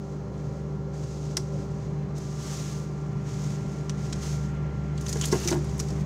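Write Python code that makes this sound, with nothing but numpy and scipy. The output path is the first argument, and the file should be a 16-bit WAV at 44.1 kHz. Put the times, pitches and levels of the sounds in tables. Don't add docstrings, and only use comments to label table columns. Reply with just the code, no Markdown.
import sys
import numpy as np
from scipy import signal
from scipy.fft import rfft, irfft, next_fast_len
from scipy.io import wavfile
from scipy.ndimage import uniform_filter1d

SR = 44100
rng = np.random.default_rng(int(sys.argv[2]) if len(sys.argv) > 2 else 0)


def bounce(signal):
    frames = np.transpose(np.atleast_2d(signal))
    limited = np.clip(frames, -1, 1)
    pcm = np.round(limited * 32767).astype(np.int16)
    wavfile.write(sys.argv[1], SR, pcm)


def amplitude_ratio(level_db):
    exponent = np.asarray(level_db, float) / 20
    return 10 ** exponent


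N = 267113


def in_time(rows):
    s, *columns = np.transpose(rows)
    return [np.interp(np.arange(N) / SR, s, column) for column in columns]


def rms_one(x):
    return x / np.sqrt(np.mean(x ** 2) + 1e-20)


def coloured(spectrum):
    size = next_fast_len(N)
    hz = np.arange(size // 2 + 1) * SR / size + 1e-3
    at_hz, db = np.transpose(spectrum)
    gain = amplitude_ratio(np.interp(np.log(hz), np.log(at_hz), db, left=-120, right=-120))
    return rms_one(irfft(rfft(rng.standard_normal(size)) * gain, size)[:N])


def drift(rate_hz):
    r = np.exp(-80 * np.pi * rate_hz / SR)
    chance = rng.standard_normal(N // 40 + 2002)
    slow = signal.lfilter([1], [1, -2 * r, r * r], chance)[2000:]
    return np.interp(np.arange(N) / 40, np.arange(len(slow)), rms_one(slow - slow.mean()))


def band(x, low_hz, high_hz):
    return signal.sosfilt(signal.butter(3, [low_hz, high_hz], "band", fs=SR, output="sos"), x)


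def ring(x, hz, t60_s):
    r, w = amplitude_ratio(-60 / (t60_s * SR)), 2 * np.pi * hz / SR
    return signal.lfilter([0, np.sin(w)], [1, -2 * r * np.cos(w), r * r], x + 1e-18)


def tone(hz, db, flutter_db):
    phase = 2 * np.pi * (np.cumsum(hz * np.ones(N)) / SR + rng.random())
    return np.sqrt(2) * amplitude_ratio(db + flutter_db * drift(4.3)) * np.sin(phase)


# order, level_db
EVEN_ORDERS = [(6, -55), (7, -61), (9, -56), (12, -59), (13, -71), (15, -68), (18, -73), (20, -69),
               (21, -73), (22, -69), (27, -73), (29, -77), (34, -74)]
# order, crest_level_db,
# door_angle_turns, phase_over_depth_turns, share_of_wall_nearness
STANDING_ORDERS = [(3, -35, 0.05, -0.04, 0.7), (4, -42.8, 0.04, 0.03, 0.9), (8, -45, 0.01, 0.13, 0.2),
                   (16, -57.5, 0.03, 0.07, 0.3), (24, -58.5, 0.24, -0.3, -1.7),
                   (28, -56.5, 0.155, 0.29, 0.6)]


def compressor(depth, near_db):
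    shaft_hz = 49.212
    node_power = 0.01
    out = sum(tone(order * shaft_hz, db, flutter_db=0.0) for order, db in EVEN_ORDERS)
    for order, crest_db, angle, turns, share in STANDING_ORDERS:
        wave_power = np.cos(2 * np.pi * (angle + turns * depth)) ** 2
        db = crest_db + 10 * np.log10(wave_power + node_power) + share * near_db
        out = out + tone(order * shaft_hz, db, flutter_db=3.0 / order)
    return out


def fan(fan_db):
    return tone(69.36, -41.5 + fan_db, flutter_db=0.5)


# pitch_hz, level_db_per_hz
RUMBLE = [(20, -50), (42, -46), (52, -10), (64, -18), (82, -25), (100, -16), (118, 1), (137, -3), (147, 4),
          (158, -2.5), (175, -5.5), (215, -8), (240, -26.5), (300, -25)]
# pitch_hz, level_db_per_hz
RUSH = [(190, -24), (230, -8), (260, -1.5), (290, -3.5), (330, -4.5), (360, -4), (420, -7), (500, -9),
        (650, -13.5), (850, -16), (1000, -15), (1300, -21), (1600, -29), (2200, -53)]
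# pitch_hz, level_db_per_hz
GAP = [(440, -30), (490, -5), (540, -6), (580, -5.5), (640, -37)]
# pitch_hz, level_db_per_hz
UPPER_RUSH = [(1100, -14), (1500, -1.5), (2100, -0.5), (2600, -7), (3500, -12), (4500, -38)]
# pitch_hz, level_db_per_hz
HISS = [(1650, -34), (2800, -4), (3010, -7), (3580, -3), (3880, -8), (4000, 1.5), (4690, -1.5), (6410, -2),
        (8450, -19), (15900, -20.5)]


def air(depth, near_db, rub_db):
    rumble = amplitude_ratio(-39 + 1.1 * near_db + 1.24 * drift(4.5)) * coloured(RUMBLE)

    rush_level = np.hypot(amplitude_ratio(-45.3 + 0.45 * near_db), amplitude_ratio(rub_db - 4.5))
    rush = rush_level * amplitude_ratio(0.72 * drift(10)) * coloured(RUSH)

    gap_wave = np.cos(2 * np.pi * 0.33 * depth) ** 2
    gap = gap_wave * amplitude_ratio(-52 + 0.3 * near_db) * coloured(GAP)

    upper_level = np.hypot(amplitude_ratio(-63 + 4 * depth + 0.9 * near_db), amplitude_ratio(rub_db - 13.5))
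    upper = upper_level * amplitude_ratio(0.6 * drift(9)) * coloured(UPPER_RUSH)

    hiss = amplitude_ratio(-67 + 0.28 * drift(9.8)) * coloured(HISS)
    return rumble + rush + gap + upper + hiss


# pitch_hz, width_hz, level_db
WHISTLES = [(4080, 25, -83)]


def whistles():
    noise = rng.standard_normal(N)
    out = np.zeros(N)
    for hz, width_hz, db in WHISTLES:
        t60_s = 2.2 / width_hz
        narrow = ring(ring(noise, hz, t60_s), hz, t60_s)
        out += amplitude_ratio(db + 4.6 * drift(1.2)) * rms_one(narrow)
    return out


# peak_s, level_db, rise_s, fall_s, top_over_body_db
STROKES = [(0.071, -63.7, 0.12, 0.25, -22.0), (0.434, -63.2, 0.21, 0.46, -21.2),
           (0.946, -57.1, 0.02, 1.28, -19.6), (1.112, -54.2, 0.18, 0.06, -23.5),
           (1.289, -54.7, 0.16, 0.08, -28.4), (1.6, -57.4, 0.21, 0.07, -23.3),
           (1.838, -61.8, 0.29, 0.09, -30.0), (2.172, -53.8, 0.03, 1.23, -20.2),
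           (2.497, -44.1, 0.14, 0.34, -17.0), (2.754, -53.4, 0.52, 0.15, -15.0),
           (3.288, -52.1, 0.04, 0.25, -20.4), (3.477, -49.9, 0.3, 0.2, -18.2),
           (3.723, -56.7, 0.18, 0.37, -19.9), (4.026, -52.2, 0.09, 0.67, -19.8),
           (4.235, -44.6, 0.04, 0.24, -17.0), (5.1, -45.2, 0.12, 0.09, -16.5),
           (5.263, -39.7, 0.16, 0.1, -17.5), (5.33, -36.8, 0.03, 0.23, -18.0),
           (5.501, -37.7, 0.09, 0.08, -14.0), (5.687, -56.3, 1.13, 0.02, -20.9),
           (5.88, -53.3, 0.7, 0.27, -17.0)]


def rubbing_db():
    t = np.arange(N) / SR
    grip_db, grip_top_db = -68, -27
    body, top = amplitude_ratio(grip_db) ** 2, amplitude_ratio(grip_db + grip_top_db) ** 2
    for s, db, rise_s, fall_s, top_db in STROKES:
        bell = np.maximum((s - t) / rise_s, (t - s) / fall_s) ** 2
        power = amplitude_ratio(db - 20 * bell) ** 2
        body = body + power
        top = top + amplitude_ratio(top_db) ** 2 * power
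    return 10 * np.log10(body), 10 * np.log10(top / body)


# pitch_hz, level_db_per_hz
RUSTLE_COLOUR = [(710, -31), (1200, -7), (1310, -5), (1350, -8.5), (1460, -10), (2250, -10), (2430, -9),
                 (3740, -7), (4170, -6), (6580, 0), (10300, -21.5), (15200, -31.5), (16000, -35)]
# start_s, end_s, snaps_per_s
CRINKLE = (5.03, 5.56, 350)


def rustle(level_db, top_db):
    noise = coloured(RUSTLE_COLOUR) * amplitude_ratio(1.05 * drift(25) + 0.7 * drift(150))
    body = band(noise, 900, 8500)
    top = rms_one(band(noise, 10580, 18500))

    start_s, end_s, snaps_per_s = CRINKLE
    start, end = round(start_s * SR), round(end_s * SR)
    size = end - start
    strength_db = 4.5 * np.minimum(rng.exponential(1, size), 3)
    snaps = (rng.random(size) < snaps_per_s / SR) * amplitude_ratio(strength_db)

    pitches_hz = [2800, 3600, 4500, 5300, 5800, 6300, 6800, 7400, 8300, 9600, 11500, 13500]
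    dealt = rng.integers(0, 12, size)
    colour_hz, colour_db = np.transpose(RUSTLE_COLOUR)
    loudness_db = np.interp(np.log(pitches_hz), np.log(colour_hz), colour_db)
    crinkle = np.zeros(size)
    for k, (hz, db) in enumerate(zip(pitches_hz, loudness_db)):
        crinkle += amplitude_ratio(0.85 * db) * ring(snaps * (dealt == k), hz, 31.0 / hz)

    body[start:end] = 0.58 * body[start:end] + 0.39 * rms_one(crinkle)
    top[start:end] *= 0.72 + 0.4 * rms_one(uniform_filter1d(snaps, size=130, origin=64))
    return amplitude_ratio(level_db + 1.36) * (body + amplitude_ratio(top_db + 3.5) * top)


# start_s, peak_db, tilt_db, ring_hz
TICKS = [(1.3683, -13.5, -0.5, 5900), (2.1799, -40, 9.0, 6250), (3.895, -24.5, -7.5, 5870),
         (4.126, -24, -7, 5730), (4.977, -32.5, -6.5, 4500), (5.01, -37, 9, 6860), (5.0637, -27, -7, 6140),
         (5.0827, -28, 2.5, 5500), (5.0919, -25.5, 5.5, 7140), (5.1273, -20.5, -0.5, 7250),
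         (5.1544, -37, 3, 6410), (5.1696, -31.5, -6, 6400), (5.2114, -18.5, -3, 7340),
         (5.2214, -35, 4, 7010), (5.2387, -26, -1.5, 7000), (5.254, -24, 11, 7160), (5.2834, -32, 7, 5530),
         (5.3154, -27, 3, 5600), (5.3227, -22, 1.5, 5940), (5.4454, -28, -3, 6150),
         (5.475, -16, -0.6, 6200), (5.484, -18.5, -3, 5980), (5.5045, -24, 2.5, 6540),
         (5.5246, -26.5, -11, 5300), (5.6431, -41.5, 8, 5860), (5.793, -25.5, -1.5, 6960),
         (5.799, -22, 1.2, 5840), (5.779, -44, 15, 7300), (5.884, -37, 1.5, 5350),
         (5.9035, -37, -1.5, 5500)]


def ticks():
    noise = coloured(RUSTLE_COLOUR) * amplitude_ratio(1.2 * drift(400))
    bands_hz = [(700, 4720), (4000, 8260), (9200, 16000)]
    parts = [rms_one(band(noise, low_hz, high_hz)) for low_hz, high_hz in bands_hz]

    t = np.arange(SR // 7) / SR
    direct = amplitude_ratio(-60 * (t / 0.028) ** 1.46)
    tail = amplitude_ratio(-17 - 60 * t / 0.19)
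    burst = (direct + tail) * np.minimum(t / 0.00078, 1)

    out = np.zeros(N)
    for s, db, tilt_db, hz in TICKS:
        i = round(s * SR)
        low, mid, top = (part[i:i + len(t)] for part in parts)
        mid = 0.76 * mid + 0.47 * rms_one(ring(mid, hz, 0.004))
        low, mid, top = (p / np.sqrt(np.average(p ** 2, weights=burst ** 2)) for p in (low, mid, top))
        mix = amplitude_ratio(-11 - tilt_db) * low + mid + amplitude_ratio(-13 + tilt_db) * top
        out[i:i + len(t)] += amplitude_ratio(db - 7.5) * burst * mix
    return out


# start_s, level_db, pitch_hz, length_s
CREAKS = [(5.216, -39.5, 3200, 0.021), (5.234, -34.5, 3200, 0.018), (5.474, -35, 2230, 0.032),
          (5.46, -41, 750, 0.05), (1.374, -32, 1360, 0.0074), (1.51, -43, 540, 0.074),
          (5.212, -40.5, 3100, 0.057), (5.525, -40, 800, 0.06), (5.325, -39.5, 710, 0.062),
          (5.797, -48, 2400, 0.017), (5.796, -46, 1250, 0.022), (4.977, -50, 3300, 0.014),
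          (5.008, -53, 3000, 0.012), (5.515, -43, 1800, 0.03)]


def creaks():
    out, noise = np.zeros(N), rng.standard_normal(N)
    for s, db, hz, length_s in CREAKS:
        i, size = round(s * SR), round(length_s * SR)
        lead_in = 999
        rasp = rms_one(ring(noise[i - lead_in:i + size], hz, 17.0 / hz))[lead_in:]
        out[i:i + size] += amplitude_ratio(db) * np.hanning(size) * rasp
    return out


# start_s, peak_db, brightness_db, body_hz, body_t60_s
KNOCKS = [(1.374, -23.5, 4, 370, 0.12), (5.158, -23, 2, 441, 0.093), (5.327, -8.7, -3, 384, 0.049),
          (5.3325, -16, 3, 455, 0.073), (5.343, -19, -10, 373, .1), (5.355, -15, -6, 367, 0.11),
          (5.455, -20, -13, 354, 0.16), (5.513, -18, -15, 349, .1), (5.5155, -18, 3, 336, 0.082),
          (5.527, -21, 9, 355, 0.14), (5.536, -23, 4, 333, 0.046), (5.5429, -15, -4, 353, 0.044),
          (5.557, -18, -1.5, 349, 0.17), (5.57, -23, -2.5, 296, 0.089)]
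# pitch_hz, level_db, t60_s
SHELF = [(310, -21, 0.027), (662, -13.5, 0.05), (830, -12.5, 0.043), (937, -13.5, 0.061), (1062, -17, .06),
         (1437, -15, 0.032), (1645, -12.5, 0.036), (2010, -8.5, 0.025)]


def knocks():
    out, t = np.zeros(N), np.arange(SR // 4) / SR
    blow = np.exp(-((t - 0.0004) / 0.00017) ** 2)
    blow = blow / blow.sum()
    scatter_db = rng.normal(0, 2.5, (len(KNOCKS), len(SHELF)))
    for (s, db, bright_db, body_hz, body_t60_s), own_db in zip(KNOCKS, scatter_db):
        sound = ring(blow, body_hz, body_t60_s)
        for (hz, level_db, t60_s), extra_db in zip(SHELF, own_db):
            sound = sound + amplitude_ratio(level_db + bright_db + extra_db) * ring(blow, hz, t60_s)
        out[round(s * SR):][:len(t)] += amplitude_ratio(db - 3.5) * sound
    return band(out, 96, 8900)


# start_s, end_s, pitch_hz, level_db
SQUEAK = (1.615, 1.685, 15200, -80)


def squeak():
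    start_s, end_s, hz, db = SQUEAK
    t = np.arange(N) / SR
    fade = np.clip(np.minimum(t - start_s, end_s - t) / 0.008, 0, 1)
    return fade * tone(hz + 40 * drift(60), db, flutter_db=2.5)


# time_s, depth,
# wall_nearness_db, fan_nearness_db
MICROPHONE = [(0, 0.03, -2.5, -2.5), (0.3, 0.07, 0.8, -0.5), (0.8, 0.02, -0.5, 0), (1.25, 0.02, -1.5, 0.2),
              (1.6, 0.0, 1.5, 0.3), (2.0, 0.32, 2, -1.5), (2.45, 0.75, -1.2, -2.3), (3.0, 0.72, 1.2, -1.5),
              (3.65, 0.75, 4, -2.6), (3.85, 0.8, 1.5, -0.4), (4.15, 0.95, 3.2, 3.9), (4.6, 1.1, 3.6, 4.7),
              (4.9, 1.0, 2.6, 5), (5.35, 0.8, 2.6, 5.3), (5.75, 0.45, 4.6, 5.5), (6.06, 0.3, 7, 5.8)]


def scene():
    depth, near_db, fan_db = in_time(MICROPHONE)
    rub_db, top_db = rubbing_db()
    machine = compressor(depth, near_db) + fan(fan_db) + air(depth, near_db, rub_db) + whistles()
    handling = rustle(rub_db, top_db) + ticks() + creaks() + knocks() + squeak()
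    return (machine + handling)[None]


def band_limit(x):
    return signal.sosfilt(signal.butter(12, 16450, fs=SR, output="sos"), x)


def record(dry):
    cutoff_hz, offset = 16050, -0.0007
    cut = signal.sosfilt(signal.cheby2(20, 50, cutoff_hz, fs=SR, output="sos"), dry)
    return band_limit(cut + offset)


dry = scene()
out = record(dry)
bounce(out)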